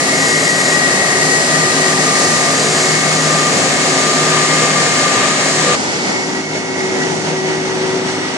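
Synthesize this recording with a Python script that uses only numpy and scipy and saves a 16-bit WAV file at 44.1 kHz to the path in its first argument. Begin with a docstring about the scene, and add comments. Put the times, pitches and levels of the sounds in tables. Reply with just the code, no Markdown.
"""Twin jet engines of a taxiing airliner, heard over an open concrete apron from abeam, then from further ahead.
Exhaust roar, fan rush and intake hiss are shaped noise that wavers in the moving air.
Ducts hum and blade rows whine as partly scattered tones, whose levels follow passing lobes.
Slow pitch changes follow shaft speed and Doppler shift; the standpoint switches once, at 5.753 s."""
import sys
import numpy as np
from scipy import signal
from scipy.io import wavfile
from scipy.ndimage import map_coordinates

SR = 44100
rng = np.random.default_rng(int(sys.argv[2]) if len(sys.argv) > 2 else 0)


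def inscribe(sig):
    """Save sig as 16-bit PCM at rate SR to the path in sys.argv[1].

    A 1-D sig is mono; a 2-D sig holds one channel per row.
    Samples are clipped to [-1, 1] before scaling.
    """
    pcm = np.round(np.clip(np.atleast_2d(sig).T, -1, 1) * 32767)
    wavfile.write(sys.argv[1], SR, pcm.astype(np.int16))


N = 369116

SWITCH_S = 5.753  # from abeam before, from ahead after
TOP_HZ = 12200
FRAME = 1024  # samples

# All length_s columns below: full width of a Gaussian swell at 1/e of its height.
# Basic noise spectrum of the engines: frequency_hz, density_db_per_hz, left_minus_right_db, ear_likeness_0_to_1
NEAR_RUSH = [(30, -86, 5.9, 0.55), (90, -68, 1, 0.4), (143, -50, 6.5, 0.93), (418, -48.5, -1, 0.79),
             (750, -47.5, 0.5, 0.86), (860, -54, -1.5, 0.16), (1274, -50, 6, 0.35), (1357, -56.5, 3.5, 0),
             (1826, -50, 8, 0.46), (1990, -54, 3.5, 0), (2480, -54.5, 1.5, 0.07), (3400, -57.5, 1, 0),
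             (4330, -54, -1.5, 0.12), (5900, -55, 2.5, 0.36), (7040, -52, 0.5, 0.52),
             (8640, -59.5, -5, 0.03), (10340, -68, -9.5, 0), (11410, -80, -21, 0.1),
             (12600, -108, -22, 0.2)]
FAR_RUSH = [(30, -92, 5, 0.55), (91, -68, 9, 0.69), (171, -48.5, 1, 0.82), (390, -48.5, 3.5, 0.32),
            (600, -52, -1.5, 0.62), (970, -53, 2.5, 0.35), (1050, -62, 0, 0.15), (1230, -58, 1, 0.3),
            (1670, -59.5, 3.5, 0.75), (1980, -57, -1, 0.36), (2430, -63, -3, 0.33), (2880, -62.5, -5, 0.26),
            (4000, -65, 3, 0.091), (4540, -63, 8, 0.25), (5780, -62, -6, 0.31), (7650, -66, -1.5, 0.22),
            (9200, -75.5, -12.5, 0.25), (10110, -76, 0, 0.15), (10860, -107, 0, 0.1)]
# Steady trends of the rush from abeam as the aircraft rolls on, counted from MIDWAY_S
MIDWAY_S = 2.57
ROAR_DB_PER_S, FAN_DB_PER_S, HISS_PAN_DB_PER_S = 0.1, 0.5, -0.07
TOP_DB_PER_S = -1.3  # full slope above 10.5 kHz
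# Beamed hiss whose lobe sweeps past once: peak_s, length_s, gain_db
HISS_LOBE = (2.43, 1.6, 1.15)
# Gusts and lulls in the rush: peak_s, length_s, roar_gain_db, fan_gain_db, hiss_gain_db
GUSTS = [(1.306, 0.38, 1.5, -0.7, 1.2), (2.23, 0.27, 1.7, 0, 1.5), (3.562, 0.21, 2.5, -0.5, 0.3),
         (3.9, 0.3, 1, 0.5, 0.5), (4.36, 0.2, 0, 1, 0), (5.223, 0.14, 0, 1.8, 0),
         (5.37, 0.16, -1.5, -0.5, -0.5), (5.53, 0.22, 0, -1.3, 0), (5.725, 0.07, 0, 1.8, -1),
         (6.118, 0.15, 1.5, -0.2, 1), (6.25, 0.06, -2.5, -3, 0), (6.463, 0.17, -4.5, -4.5, -3),
         (6.552, 0.056, 3, 2.5, 1), (6.672, 0.24, -2, -3.5, -3), (7.05, 0.33, 1.9, 0, 0.7),
         (7.22, 0.08, -2, -1.5, -0.5), (7.31, 0.07, 1.6, 0.4, 0.3), (7.41, 0.087, -1.5, -2.5, -1.5),
         (7.48, 0.08, 2, 1, 0.3), (7.62, 0.09, -1.5, 0.5, 0.2), (7.93, 0.31, 1, 1.5, 0.8),
         (8.09, 0.14, -0.5, 0.4, 0.9), (8.26, 0.24, -3, 0.5, -0.5)]
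# Random waver of the whole rush: scale in dB above 5 kHz, less below
NEAR_WAVER_DB, FAR_WAVER_DB = .45, .7
# Initial excess of fan rush and hiss from ahead, and its decay time constant
BRIGHT_FAN_DB, BRIGHT_HISS_DB, BRIGHT_S = 2.5, 6, 0.52
# Drift of the hiss between the ears from ahead: time_s, left_minus_right_db
HISS_DRIFT = [(5.8, -1.5), (6.27, 1), (6.68, -3), (7.2, -2.5), (7.7, -0.5), (8.35, 0)]
# Dips and crests sliding through the hiss: start_hz, slide_hz_per_s, width_hz, gain_db
NEAR_RIPPLES = [(2900, -26, 210, -1), (3560, 0, 220, -1.1), (5800, -48, 280, -2), (6280, -32, 200, -0.7),
                (7540, 90, 550, 0.5), (8720, -25, 400, -1.5)]
FAR_RIPPLES = [(4100, 70, 290, 1), (6130, 45, 220, -3.5), (7400, -560, 850, 1.5), (8600, -660, 1100, -3)]
# Bearing of the engines: time_s, left_ear_lag_ms
BEARING = [(0, .22), (1.5, .225), (2.3, .19), (3.2, .165), (4.5, .135), (5.74, .125), (5.77, .23),
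           (6.4, .15), (8.37, .143)]
# Brief narrowing of the hiss to the centre: start_s, end_s, depth_0_to_1
NARROWINGS = [(.14, .76, .9), (2.56, 2.87, .8), (3.15, 3.46, .35)]
# Main tones, in the order of TONE_LEVELS: pitch_hz, nominal_width_hz, steady_power_share_0_to_1,
# ear_likeness_0_to_1, abeam_left_minus_right_db, ahead_left_minus_right_db
VOICES = [(155.8, 11, .87, .95, 3, 3), (266.8, 14, .8, .95, 1.5, 1.5), (375.5, 9, .97, .93, 1, 1),
          (1204, 34, .8, .8, 4, 1), (1876, 14, .75, .6, 5.5, 0), (1920, 20, .87, .7, 9.5, -1),
          (2141, 20, .76, .7, 2, -1), (2184.5, 20, .78, .7, 1, -2)]
# Resting levels before the common gain, by tone name: abeam_level_db, ahead_level_db
TONE_LEVELS = {"drone": (-30.5, -38.5), "middle hum": (-29.5, -48), "hum": (-32.5, -32),
               "howl": (-31, -45.5), "side whine": (-39, -57), "first whine": (-35, -34),
               "second whine": (-34.5, -43), "third whine": (-32.5, -33.5)}
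# Lobes and gaps of the main tones sweeping past: tone_name, peak_s, length_s, gain_db
LOBES = [("drone", 0.23, 0.44, -5), ("drone", 0.72, 0.3, 3), ("drone", 3.3, 3.3, 3.6),
         ("drone", 6.55, 0.14, 9), ("drone", 7.3, 0.7, 6.9), ("middle hum", 2.42, 0.32, 2.3),
         ("hum", 1.26, 0.27, 9.1), ("hum", 1.88, 0.35, 11.5), ("hum", 2.86, 0.23, 9.4),
         ("hum", 4.12, 1.05, 6.3), ("hum", 5.6, 0.21, 4.3), ("hum", 6.3, 0.23, 7), ("hum", 6.9, 0.51, 8.9),
         ("hum", 7.42, 0.46, 10), ("hum", 7.91, 0.59, 11.3), ("howl", 1.4, 0.17, -5),
         ("howl", 2.23, 1.4, 6.7), ("howl", 3.12, 0.27, 2.7), ("howl", 3.36, 0.2, 7.7),
         ("howl", 3.55, 0.1, -3), ("howl", 3.5, 0.2, 5), ("howl", 4.03, 0.15, 3), ("howl", 4.53, 1.6, 8.3),
         ("howl", 5.17, 0.38, 5.3), ("howl", 5.43, 0.2, -2.5), ("howl", 5.72, 0.16, 7.2),
         ("side whine", 0.75, 1.1, 13), ("side whine", 1.77, 1.4, 10), ("first whine", 0.41, 1.55, 13.5),
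         ("first whine", 1.53, 1.15, 12), ("first whine", 2.1, 0.4, 5), ("first whine", 2.45, 0.26, 8.4),
         ("first whine", 3.1, 0.7, 8.3), ("first whine", 4.48, 0.18, 8), ("first whine", 6.22, 0.29, 8.2),
         ("first whine", 6.98, 0.37, 5), ("first whine", 7.5, 0.3, 4.5), ("first whine", 7.87, 0.25, 3.5),
         ("second whine", 0.39, 1.3, 11.4), ("second whine", 1.17, 0.21, 5),
         ("second whine", 2.9, 0.5, 4.5), ("second whine", 4.7, 1.1, 9.8), ("second whine", 6.7, 1.2, 11),
         ("third whine", 2.1, 0.3, 4.9), ("third whine", 3.16, 1.3, 5.6), ("third whine", 6.13, 0.26, 8.5),
         ("third whine", 6.6, 0.4, 2.5), ("third whine", 8.2, 0.4, 2)]
# Slow level beat of the two engines from abeam, by tone name: peak_s, period_s, swing_either_way_db
BEATS = {"drone": (3.09, 1.4, 3.2)}
# Random pitch jitter of the howl: scale_hz, random_knots_per_s
HOWL_WANDER = (8, 21)
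# Random level twinkle of the main tones: scale in dB at 2 kHz, proportional to frequency; knots per s
NEAR_TWINKLE_DB, FAR_TWINKLE_DB, TWINKLE_RATE = 1.1, 2.2, 15
# Heard pitch, from shaft speed and Doppler shift: time_s, first_whine_hz
PITCH = [(0, 1927), (.5, 1922), (1.1, 1919), (2.4, 1916), (4.2, 1913.5), (5.74, 1915), (5.76, 1927),
         (6.6, 1929), (8.37, 1930)]
WHINE_HZ = 1920  # reference for all pitches
# Upper side line beating with the first whine: pitch_hz, level_relative_to_whine_db
SIDE_LINES = [(1964, -15)]
# Compressor whistles beamed from the intakes as the aircraft turns: peak_s, length_s, pitch_hz, level_db, width_hz
WHISTLES = [(3.2, 1.2, 4350, -40, 10), (4.6, 2.5, 2735, -41, 20), (4.1, 3.4, 3176, -39, 4),
            (4.4, 2.2, 4828, -40, 5), (4.7, 1.6, 5796, -37, 4), (3.9, 2.6, 5915, -38, 4),
            (7.3, .6, 1482, -41, 30), (7.55, .7, 2568, -43, 12), (7.1, .6, 6540, -45, 30),
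            (7.6, .9, 5490, -45, 30), (7.9, .9, 4860, -45, 30)]
# Swells of duct notes: peak_s, length_s, pitch_hz, level_db
SURGES = [(4.676, 0.63, 487, -31.5), (5.194, 0.11, 402.4, -24.5), (5.69, 0.1, 493, -20.5)]
# Weaker duct and blade lines, before their common gain: pitch_hz, level_db, nominal_width_hz
NEAR_LINES = [(110, -49, 6), (197, -40, 6), (436, -38, 8), (800, -40, 10), (4828, -42, 30), (6304, -44, 25)]
FAR_LINES = [(107.5, -46, 3), (197, -41, 4), (217, -39, 4), (263.5, -30.5, 5), (312.5, -33.5, 4),
             (486, -39, 8), (750, -41, 5), (1131, -45, 10), (1455, -45, 25), (1490, -45, 25),
             (2568, -43, 12), (2730, -47, 20), (4752, -49, 8), (4842, -47, 16), (5832, -45, 25),
             (5940, -49, 10), (6342, -49, 12)]


def rush(spectrum, swell, colour, mix_db, hiss_side_db, waver_db, flicker_db):
    """Turbulent mixing gives broadband noise; eddies on the path modulate each octave separately."""
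    noise = rng.standard_normal((2, N))
    hz, t, (common, own) = signal.stft(noise, SR, nperseg=FRAME, noverlap=FRAME * 3 // 4)
    points_hz, *columns = np.transpose(spectrum)
    db, pan_db, likeness = (across(hz, points_hz, c) for c in columns)

    *swells_db, hiss_pan_db = swell(t)
    roar_db, fan_db, hiss_db = np.array(swells_db) + np.array(mix_db)[:, None]
    roar = across(hz, [750, 1050], [1, 0])
    hiss = across(hz, [3600, 4800], [0, 1])
    fan = 1 - roar - hiss
    db = db + roar * roar_db + fan * fan_db + hiss * hiss_db + colour(hz, t)

    # short waves are scattered most
    octaves_hz = np.geomspace(300, 10000, num=6)
    eddies = sum(across(hz, octaves_hz, band) * walk(t, rate=15) for band in np.eye(len(octaves_hz)))
    scattering = across(hz, [300, 5000], [.4, 1])
    db = db + scattering * (waver_db * walk(t, rate=20) + flicker_db * eddies)

    pan_db = pan_db + hiss * (hiss_side_db + hiss_pan_db)
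    coherence = ear_coherence(hz, t, np.clip(likeness, 0, .98))
    right = coherence * common + np.sqrt(1 - abs(coherence) ** 2) * own
    ears = np.array([common * undb(db + pan_db / 2), right * undb(db - pan_db / 2)])
    sound = signal.istft(ears, SR, nperseg=FRAME, noverlap=FRAME * 3 // 4)[1][:, :N]
    return np.sqrt(SR / 2) * sound  # scales the noise to power per Hz


def near_swell(t):
    """Directivity from abeam: gains in dB of roar, fan and hiss, and hiss pan, as the aircraft rolls on."""
    rolled_s = t - MIDWAY_S
    roar, fan, hiss = gusts(t)
    lobe_s, lobe_length_s, lobe_db = HISS_LOBE
    roar = roar + ROAR_DB_PER_S * rolled_s
    fan = fan + FAN_DB_PER_S * rolled_s
    hiss = hiss + lobe_db * bump(t, lobe_s, lobe_length_s)
    return roar, fan, hiss, HISS_PAN_DB_PER_S * rolled_s


def far_swell(t):
    """Exponential decay from ahead: fan and hiss start bright and die back while the hiss pan drifts."""
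    roar, fan, hiss = gusts(t)
    bright = np.exp(-np.maximum(t - SWITCH_S, 0) / BRIGHT_S)
    return roar, fan + BRIGHT_FAN_DB * bright, hiss + BRIGHT_HISS_DB * bright, curves(HISS_DRIFT, t)[0]


def gusts(t):
    """Convection by moving air raises or lowers roar, fan rush and hiss, in decibels."""
    return sum(np.outer(gains_db, bump(t, s, length)) for s, length, *gains_db in GUSTS)


def near_colour(hz, t):
    """Spectral change from abeam: the top of the hiss dulls with time while ripples slide, in decibels."""
    dulling = across(hz, [8000, 10500], [0, 1]) * TOP_DB_PER_S * (t - MIDWAY_S)
    return dulling + ripples(NEAR_RIPPLES, hz, t)


def far_colour(hz, t):
    """Spectral change from ahead: ripples slide through the hiss, in decibels."""
    return ripples(FAR_RIPPLES, hz, np.maximum(t - SWITCH_S, 0))


def ripples(table, hz, since_s):
    """Moving spectral dips and crests: Gaussian gains in decibels slide as the bearing changes."""
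    return sum(db * bump(hz[:, None], start_hz + slide * since_s, width)
               for start_hz, slide, width, db in table)


def main_tones(turns, t, gain_db):
    """Duct resonance and blade passing give tones; directivity lobes make them swell and sink."""
    near = t < SWITCH_S
    levels = {name: np.where(near, near_db, far_db) for name, (near_db, far_db) in TONE_LEVELS.items()}
    for name, s, length, db in LOBES:
        levels[name] = levels[name] + db * beam(t, s, length)
    for name, (s, period, db) in BEATS.items():
        levels[name] = levels[name] + near * db * np.cos(2 * np.pi * (t - s) / period)
    wander_hz, wander_rate = HOWL_WANDER
    out = 0
    for (name, db), voice in zip(levels.items(), VOICES):
        hz, width, steady, likeness, near_pan, far_pan = voice
        # the howl is no blade tone, and its pitch jitters
        wander = np.cumsum(wander_hz / hz * walk(t, rate=wander_rate)) / SR if name == "howl" else 0
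        twinkle_scale_db = np.where(near, NEAR_TWINKLE_DB, FAR_TWINKLE_DB) * hz / 2000
        twinkle_db = twinkle_scale_db * walk(t, rate=TWINKLE_RATE)
        pan_db = np.where(near, near_pan, far_pan)
        out = out + undb(db + twinkle_db) * tone(turns + wander, hz, width, steady, pan_db, likeness)
    # the side line radiates sideways, so it is heard only from abeam
    for hz, db in SIDE_LINES:
        line = tone(turns, hz, width_hz=13, steady=0.51, pan_db=8.0, likeness=0.58)
        out = out + near * undb(levels["first whine"] + db) * line
    return undb(gain_db) * out


def whistles(turns, t):
    """Directional radiation: narrow beams of compressor tone sweep across the listener."""
    return sum(undb(db) * beam(t, s, length)
               * tone(turns, hz, width, steady=0.95, pan_db=-2, likeness=0.54)
               for s, length, hz, db, width in WHISTLES)


def surges(turns, t):
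    """Duct resonance: single notes swell and fade under Gaussian envelopes."""
    return sum(undb(db) * bump(t, s, length)
               * tone(turns, hz, width_hz=16, steady=1.0, pan_db=2, likeness=.9)
               for s, length, hz, db in SURGES)


def weak_lines(turns, lines, gain_db):
    """Duct and compressor stage lines; interaural likeness falls as frequency rises."""
    return sum(undb(db + gain_db)
               * tone(turns, hz, width, steady=0.58, pan_db=1.0, likeness=1 / (1 + (hz / 1400) ** 2))
               for hz, db, width in lines)


def tone(turns, hz, width_hz, steady, pan_db, likeness):
    """Scattering by turbulence: a steady core plus a fluctuating part that differs between the ears."""
    steady, likeness = np.clip([steady, likeness], 0, 1)
    left = flutter(width_hz)
    right = likeness * left + np.sqrt(1 - likeness ** 2) * flutter(width_hz)
    body = np.sqrt(steady) + np.sqrt(1 - steady) * np.array([left, right])
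    body[0] *= np.exp(-1j * ear_phase(np.array([hz]), np.arange(N) / SR)[0])
    wave = np.sqrt(2) * (body * np.exp(2j * np.pi * hz * turns)).real
    return wave * undb(np.array([[.5], [-.5]]) * pan_db)


def flutter(width_hz):
    """Random modulation broadens a line: a complex amplitude of mean power 1."""
    rate = 500  # knots per s
    hz = np.fft.fftfreq(8192, 1 / rate)
    white = rng.standard_normal((len(hz), 2)) @ [1, 1j]
    z = np.fft.ifft(np.fft.fft(white) / (1 + (hz / (.75 * width_hz)) ** 2))
    z = np.interp(np.arange(N) / SR, np.arange(len(z)) / rate, z)
    return z / np.sqrt(np.mean(abs(z) ** 2))


def ear_phase(hz, t):
    """Interaural delay: radians by which the left ear lags; the bass arrives together."""
    lag_s = curves(BEARING, t)[0] / 1000
    mids = across(hz, [850, 1400, 4500], [0, 1, 0])
    treble = across(hz, [1400, 4500], [0, 1])
    mid_share = np.where(t < SWITCH_S, .6, 1.2)
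    return 2 * np.pi * hz[:, None] * lag_s * (mids * mid_share + treble)


def ear_coherence(hz, t, likeness):
    """Interaural coherence, complex; at times the hiss narrows to the centre."""
    narrow = sum(np.interp(t, [start - .04, start + .04, end - .04, end + .04], [0, depth, depth, 0])
                 for start, end, depth in NARROWINGS)
    narrow = narrow * across(hz, [4300, 4700, 7500, 10000], [0, 1, 1, 0])
    return (1 - narrow) * likeness * np.exp(1j * ear_phase(hz, t)) + narrow


def beam(t, peak_s, length_s):
    """Directivity lobe sweeping past, heard from one of the two standpoints only."""
    return bump(t, peak_s, length_s) * ((t < SWITCH_S) == (peak_s < SWITCH_S))


def bump(x, peak, length):
    """Gaussian rise and fall of height 1."""
    return np.exp(-(2 * (x - peak) / length) ** 2)


def walk(t, rate):
    """Random fluctuation: a smooth curve through normal knots, rate of them per second."""
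    knots = rng.standard_normal(int(N / SR * rate) + 4)
    return map_coordinates(knots, [t * rate + rng.random()], order=3, mode="nearest")


def curves(table, t):
    """Linear interpolation in time of each column after the first."""
    s, *columns = np.transpose(table)
    return [np.interp(t, s, c) for c in columns]


def across(hz, points_hz, values):
    """Linear interpolation over log frequency, as a column."""
    return np.interp(np.log(hz + 1), np.log(points_hz), values)[:, None]


def undb(db):
    """Logarithmic level: decibels to amplitude gain."""
    return 10 ** (np.asarray(db) / 20)


def scene():
    """Superposition of noise and tones of the same engines, from one standpoint and then the other."""
    t = np.arange(N) / SR
    turns = np.cumsum(curves(PITCH, t)[0] / WHINE_HZ) / SR  # engine time: all tones glide together
    near = rush(NEAR_RUSH, near_swell, near_colour, mix_db=(0.5, 0.45, -0.5), hiss_side_db=0.5,
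                waver_db=NEAR_WAVER_DB, flicker_db=0.23)
    near = near + whistles(turns, t) + surges(turns, t) + weak_lines(turns, NEAR_LINES, gain_db=0.4)
    far = rush(FAR_RUSH, far_swell, far_colour, mix_db=(-0.6, 0.8, -1.1), hiss_side_db=0.6,
               waver_db=FAR_WAVER_DB, flicker_db=0.43)
    far = far + weak_lines(turns, FAR_LINES, gain_db=-1.1)
    return np.where(t < SWITCH_S, near, far) + main_tones(turns, t, gain_db=0.14)


def record(dry):
    """Amplitude limiting clips peaks beyond 0.92, then a steep low-pass filter removes the top."""
    clipped = np.clip(dry, -.92, .92)
    lowpass = signal.ellip(8, .2, 80, TOP_HZ, fs=SR, output="sos")
    return signal.sosfilt(lowpass, clipped)


dry = scene()
out = record(dry)
inscribe(out)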